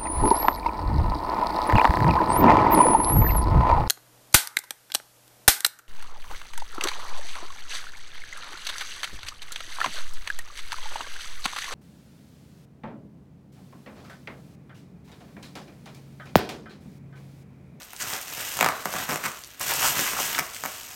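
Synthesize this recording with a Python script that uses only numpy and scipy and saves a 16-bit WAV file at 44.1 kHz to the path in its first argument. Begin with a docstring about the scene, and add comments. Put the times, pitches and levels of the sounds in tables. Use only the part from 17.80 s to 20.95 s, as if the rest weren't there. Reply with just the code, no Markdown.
"""Faint fine crackle and ticks over a soft background, then crumpling, pops and quick ratcheting runs.
A thin reflective plastic blanket is pulled tight around a training dummy in a small room.
Creases and broader folds are random grains of coloured noise; single creases are short bright bursts.
Where the film is taut it sticks and slips: each slip is a falling sine, a noise crack and a low thud."""
import sys
import numpy as np
from scipy import signal
from scipy.fft import rfft, irfft
from scipy.io import wavfile
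from scipy.ndimage import uniform_filter1d

SR = 44100
rng = np.random.default_rng(int(sys.argv[2]) if len(sys.argv) > 2 else 0)


def bounce(signal):
    """Save signal as a 16-bit WAV file at the path given by the first command-line argument."""
    frames = np.transpose(np.atleast_2d(signal))
    limited = np.clip(frames, -1, 1)
    pcm = np.round(limited * 32767).astype(np.int16)
    wavfile.write(sys.argv[1], SR, pcm)


N = 138915  # samples

# background spectrum: freq_hz, density_db_per_hz (relative)
AIR_SPECTRUM = [(20, -20), (32, -12), (45, -4.5), (70, 0), (130, -6.5), (300, -7.5), (1000, -16),
                (4000, -11), (15000, -73)]
AIR_DB = -55

# handling of the film, three successive stretches: time_s, fine_crackle_db, folds_db
SETTLING = [(0, -47.5, -54.5), (.1, -51.5, -58), (0.179, -47, -56), (.205, -34, -40.5), (.255, -39, -43),
            (0.296, -33, -39), (.325, -36, -39.5), (.355, -34, -37.5), (.39, -39, -43.5),
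            (.47, -41.5, -47.5), (0.529, -38, -42.5), (.61, -33.5, -40), (.68, -34, -43.5),
            (.78, -34.5, -39.5)]
TIGHTENING = [(.85, -40, -27.5), (.93, -42.5, -39.5), (1.04, -42.5, -44.5), (1.12, -38, -43),
              (1.165, -35.5, -34), (1.24, -34, -35), (1.275, -41, -41.5), (1.33, -35.5, -40),
              (1.4, -41, -42.5), (1.48, -40.5, -37.5), (1.56, -44.5, -50), (1.68, -50, -58.5),
              (1.791, -50.5, -56)]
FOLDING = [(1.811, -32.5, -36.5), (1.85, -30.5, -42), (1.88, -28.5, -36.5), (1.98, -29.5, -36.5),
           (2.049, -21.5, -34.5), (2.141, -30, -39), (2.19, -27, -29.5), (2.27, -28, -39),
           (2.349, -33, -36), (2.409, -27, -37.5), (2.5, -30.5, -37), (2.591, -34, -36),
           (2.615, -39.5, -50), (2.7, -42, -49.5), (2.8, -41, -51), (2.87, -39, -46), (2.98, -41, -49),
           (3.15, -43.5, -52.5)]
# spectrum of the fine crackle: freq_hz, density_db_per_hz (relative)
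FINE_SPECTRUM = [(300, -12), (1200, -11), (2800, 1.5), (4000, -5.5), (5500, 0), (7000, 0), (9000, -2.5),
                 (10400, -9.5), (12800, -0.5), (15500, -7.5)]
# spectrum of the crumpling folds: freq_hz, density_db_per_hz (relative)
FOLDS_SPECTRUM = [(40, -36), (90, 0), (140, -0.5), (280, -4), (480, -3.5), (700, 0), (1200, .5),
                  (2000, 1.5), (2900, -9.5), (4000, -5), (9000, -60)]
# faster handling makes more snaps: the two rates hold where the fine crackle is at CROWDING_AT_DB
FINE_PER_S, FOLDS_PER_S = 4500, 1500
CROWDING_DB_PER_DB, CROWDING_AT_DB = .75, -35.5
FINE_SPREAD_DB, FOLDS_SPREAD_DB = 3, 2
GRAIN_DECAY_S, CLUMP_S, CLUMP_DB = .00045, .004, 2
BIGGEST_GRAIN = 3.2  # size cap, in spreads
# air stirred by the sheet; level relative to the fine crackle
RUMBLE_HZ, RUMBLE_WIDTH_OCT, RUMBLE_DB = 55, .36, -32.5

# single creases snapping: start_s, level_db (before halving in ticks), centre_hz
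TICKS = [(.0192, -27, 5300), (0.031, -25, 6000), (.0488, -26, 14080), (0.1332, -23, 10900),
         (.134, -23, 1180), (0.164, -22, 4500), (0.3355, -11.5, 5500), (0.4133, -20.5, 10000),
         (.7245, -17, 12000), (0.771, -12, 9900), (1.591, -29, 8000), (1.6375, -22, 4500),
         (1.646, -23.5, 4470), (1.6744, -28, 8000), (1.7968, -17, 11000), (1.815, -16, 7900),
         (1.8303, -14, 7050), (1.8826, -13.5, 7440), (1.937, -9, 7000), (1.9546, -18, 8000),
         (2.595, -12.5, 6500), (2.747, -17.5, 5430), (2.8762, -27, 12000)]
TICK_DECAY_S, TICK_WIDTH_OCT = .00071, .73

# bunches of folds giving way: middle_s, sigma_s, level_db, centre_hz, width_oct
CRUNCHES = [(.22, 0.0078, -29, 5660, 0.45), (0.222, 0.022, -38, 1740, 0.38), (1.913, .011, -26, 1300, 0.96),
            (2.049, 0.019, -24.5, 1065, 0.61), (2.273, 0.0094, -29.5, 1610, 0.62),
            (2.367, 0.0036, -28, 1060, .45), (2.393, .006, -27, 1040, .55),
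            (2.549, 0.0038, -26.5, 1800, 0.89)]
CRUNCH_PER_S, CRUNCH_SPREAD_DB = 4000, 3.5

# pops of the taut film: start_s, wave_peak_db, pitch_hz, crack_db, thud_db
POPS = [(0.79, -17.5, 640, -18, -38), (0.8025, -24, 686, -18.5, -49), (.8096, -7.5, 1820, -12.5, -34),
        (0.8107, -8, 447, -13, -33), (0.8276, -7.5, 563, -13, -26.5), (0.845, -9.5, 710, -14, -31.5),
        (0.8618, -8, 640, -15.5, -30.5), (0.8876, -12, 660, -16.5, -35), (1.0562, -13, 670, -18, -31),
        (1.1387, -19.5, 550, -24, -31.5), (1.1547, -19.5, 620, -29, -43), (1.3424, -23.5, 710, -21, -36),
        (1.3585, -20.5, 700, -19, -35.5), (1.8106, -22.5, 880, -21.5, -52), (2.1931, -20.5, 1390, -16, -31),
        (2.199, -25, 1400, -15, -39), (2.3335, -22, 730, -27, -40), (2.4, -20, 850, -17, -34.5),
        (2.5812, -15.5, 1200, -23, -48), (2.589, -16, 615, -12, -40), (2.5934, -17.5, 635, -12.5, -33),
        (2.7646, -30.5, 1500, -29, -69), (2.8373, -17.5, 656, -21.5, -41), (2.853, -20.5, 640, -23.5, -44),
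        (2.8594, -22, 610, -19, -42)]
# ratcheting runs: start_s, length_s, first_gap_s, last_gap_s, wave_peak_db, pitch_hz, crack_db, thud_db
RUNS = [(1.2904, .041, .0042, .0105, -21, 720, -23, -35.5),
        (1.4385, .027, .0042, .0018, -22.5, 1110, -24, -44)]
# spectrum of the crack: freq_hz, density_db_per_hz (relative)
CRACK_SPECTRUM = [(500, -22), (1500, -6.5), (2300, 7), (3500, -6), (6200, 2), (8500, -0.5), (10400, -10.5),
                  (13000, 0), (16000, -10.5)]
# spectrum of the thud: freq_hz, density_db_per_hz (relative)
THUD_SPECTRUM = [(60, -19), (105, -13.5), (140, 1.5), (195, 2), (300, -4.5), (450, -3.5), (640, -7.5),
                 (900, -14), (2500, -27.5)]
POP_RISE_S, POP_TOP_HZ, POP_GLIDE_S = .00056, 3160, .00048
CRACK_DECAY_S, THUD_DECAY_S = .00094, .016
SLIP_SCATTER_DB, SLIP_DETUNE, MIN_GAP_S = 1.1, .12, .001
RUN_BEND = 1.3  # the gaps change mostly late in a run

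# close reflections: delay_s, gain
ECHOES = [(.0032, 0.1025), (.0068, 0.1752), (0.0141, 0.1467), (0.0167, -0.158)]
# reverberation time: freq_hz, t60_s
ROOM_T60 = [(150, .36), (500, 0.39), (1100, 0.42), (2800, 0.38), (7000, 0.4), (15000, 0.32)]
# colour of the reverberant tail: freq_hz, gain_db
ROOM_COLOUR = [(100, -26.5), (400, -1), (560, 0.5), (635, 3), (710, 3), (900, -3), (1170, 3.5),
               (1500, -0.5), (2050, -4), (3200, -7), (12000, -7.5)]
POP_ROOM_DB, FILM_ROOM_DB = -4.5, -6  # tail gain, on top of ROOM_COLOUR
TAPS_PER_S, MIXING_S = 900, .035  # reflections start sparse and thicken
DIRECT_DELAY_S = .000089

EDGE_HZ = 16030


def amp(db):
    """Decibels to gain."""
    return 10 ** (np.asarray(db) / 20)


def unit(x):
    """Scale to an rms of one."""
    return x / np.sqrt(np.mean(x ** 2) + 1e-20)


def read(points, hz):
    """Interpolate a table on a log-frequency axis."""
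    f, value = np.transpose(points)
    return np.interp(np.log(hz + 1), np.log(f), value)


def add(mix, start_s, sound):
    """Mix a sound in at start_s."""
    part = mix[max(round(start_s * SR), 0):][:len(sound)]
    part += sound[:len(part)]


def hump(centre_hz, width_oct):
    """Bell-shaped spectrum; power falls to 1/e at width_oct from the centre."""
    f = np.geomspace(20, SR / 2, 80)
    octaves_off = np.log2(f / centre_hz)
    db = -10 / np.log(10) * (octaves_off / width_oct) ** 2
    return np.transpose([f, np.maximum(db, -60)])


def colour(x, points, size=2048):
    """Causal (minimum-phase) filter of unit energy with the given spectrum."""
    log_gain = np.log(amp(read(points, abs(np.fft.fftfreq(size, 1 / SR)))))
    response = np.exp(np.conj(signal.hilbert(log_gain)))
    taps = np.fft.ifft(response).real[:size // 2]
    return signal.fftconvolve(x, taps / np.linalg.norm(taps))[:len(x)]


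def burst(spectrum, decay_s):
    """Short decaying burst of coloured noise, starting at about unit size."""
    t = np.arange(0, .12, 1 / SR)
    fade = np.exp(-t / decay_s)
    noise = rng.choice([-1, 1], len(t)) * fade
    return unit(colour(noise, spectrum)) * np.sqrt(np.mean(fade ** 2))


def grains(per_s, spread_db, count=14):
    """Random clumped snaps of uneven size and colour; even in level at any rate."""
    clumps = unit(uniform_filter1d(rng.standard_normal(N), max(round(CLUMP_S * SR), 1)))
    size_db = spread_db * np.minimum(rng.exponential(1, N), BIGGEST_GRAIN) + CLUMP_DB * clumps
    fires = rng.random(N) < per_s / SR
    snaps = amp(size_db) * rng.choice([-1, 1], N) * fires / np.sqrt(per_s)
    crease = rng.integers(0, count, N)
    t = np.arange(256) / SR
    noise = rng.standard_normal((count, len(t))) * np.exp(-t / GRAIN_DECAY_S)
    spectra = rfft(noise, 1024)
    # the shapes differ in colour but are flat on average
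    shapes = irfft(spectra / np.sqrt(np.mean(abs(spectra) ** 2, 0)))[:, :len(t)]
    return unit(sum(signal.oaconvolve(snaps * (crease == k), shapes[k])[:N] for k in range(count)))


def background():
    """Faint steady coloured noise."""
    return amp(AIR_DB) * unit(colour(rng.standard_normal(N), AIR_SPECTRUM))


def rustle():
    """Fine crackle, duller crumpling and a little stirred air follow the handling of the film."""
    time_s, *levels = np.transpose(SETTLING + TIGHTENING + FOLDING)
    fine_db, folds_db = (np.interp(np.arange(N) / SR, time_s, db) for db in levels)
    crowd = amp(CROWDING_DB_PER_DB * (fine_db - CROWDING_AT_DB))
    fine = unit(colour(grains(FINE_PER_S * crowd, FINE_SPREAD_DB), FINE_SPECTRUM))
    folds = unit(colour(grains(FOLDS_PER_S * crowd, FOLDS_SPREAD_DB), FOLDS_SPECTRUM))
    rumble = colour(rng.standard_normal(N), hump(RUMBLE_HZ, RUMBLE_WIDTH_OCT), size=8192)
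    rumble = amp(RUMBLE_DB) * unit(rumble)
    return (fine + rumble) * amp(fine_db) + folds * amp(folds_db)


def ticks():
    """Single creases flip over with a bright tick."""
    out = np.zeros(N)
    for start_s, level_db, centre_hz in TICKS:
        tick = burst(hump(centre_hz, TICK_WIDTH_OCT), TICK_DECAY_S)
        add(out, start_s, .5 * amp(level_db) * tick)
    return out


def crunches():
    """Short swells of dense snaps as a bunch of folds collapses."""
    t = np.arange(N) / SR
    snaps = grains(CRUNCH_PER_S, CRUNCH_SPREAD_DB)
    out = np.zeros(N)
    for middle_s, sigma_s, level_db, centre_hz, width_oct in CRUNCHES:
        swell = np.exp(-.5 * ((t - middle_s) / sigma_s) ** 2)
        out += amp(level_db) * swell * unit(colour(snaps, hump(centre_hz, width_oct)))
    return out


def pop(wave_db, pitch_hz, crack_db, thud_db):
    """A slip: crack, bending wave (highs first) and a soft low thud, mostly the small room resonating."""
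    thud = amp(thud_db) * burst(THUD_SPECTRUM, THUD_DECAY_S)
    crack = amp(crack_db) * burst(CRACK_SPECTRUM, CRACK_DECAY_S)
    t = np.arange(len(thud)) / SR
    glide_hz = pitch_hz + (POP_TOP_HZ - pitch_hz) * np.exp(-t / POP_GLIDE_S)
    turns = np.cumsum(glide_hz) / SR
    envelope = t / POP_RISE_S * np.exp(1 - t / POP_RISE_S)  # peaks at 1
    wave = amp(wave_db) * envelope * np.sin(2 * np.pi * turns)
    return wave + crack + thud


def slips():
    """Stick-slip of the taut film: single pops, and runs of them that slow down or speed up."""
    out = np.zeros(N)
    for start_s, *blow in POPS:
        add(out, start_s, pop(*blow))
    for start_s, length_s, first_gap_s, last_gap_s, wave_db, pitch_hz, crack_db, thud_db in RUNS:
        elapsed_s = 0
        while elapsed_s < length_s:
            scatter, detune = rng.standard_normal(2)
            slip = pop(wave_db, pitch_hz * np.exp(SLIP_DETUNE * detune), crack_db, thud_db)
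            add(out, start_s + elapsed_s, amp(SLIP_SCATTER_DB * scatter) * slip)
            progress = (elapsed_s / length_s) ** RUN_BEND
            gap_s = first_gap_s * (last_gap_s / first_gap_s) ** progress
            elapsed_s += max(gap_s, MIN_GAP_S)
    return out


def room(x, tail_db):
    """Direct sound, a few close reflections and a short tail that thickens as it dies."""
    age_s = np.arange(SR // 2) / SR
    chance = np.minimum(TAPS_PER_S / SR * (1 + (age_s / MIXING_S) ** 2), 1)
    hits = rng.random(len(age_s)) < chance
    taps = rng.choice([-1, 1], len(age_s)) * hits / np.sqrt(chance) * (age_s > .003)
    # each band decays 60 dB in its own t60
    hz, t, bands = signal.stft(taps, SR, nperseg=256)
    decay = amp(-60 * t / read(ROOM_T60, hz)[:, None])
    tail = signal.istft(bands * decay, SR, nperseg=256)[1]
    tint = amp(read(ROOM_COLOUR, np.fft.rfftfreq(SR, 1 / SR)))
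    tail = irfft(rfft(tail / np.linalg.norm(tail), SR) * tint)[:len(age_s)]
    response = amp(tail_db) * tail
    for delay_s, gain in [(DIRECT_DELAY_S, 1)] + ECHOES:
        add(response, delay_s, np.array([gain]))
    return signal.fftconvolve(x, response)[:N]


def scene():
    """The film in the room, over a faint background; one channel."""
    air = background()
    film = room(rustle() + ticks() + crunches(), FILM_ROOM_DB)
    return (air + film + room(slips(), POP_ROOM_DB))[None]


def record(dry):
    """The recorder's band limit: a linear-phase low-pass at EDGE_HZ."""
    taps = signal.firwin(511, EDGE_HZ, window=("kaiser", 9), fs=SR)
    return signal.oaconvolve(dry, taps[None], "same")


dry = scene()
out = record(dry)
bounce(out)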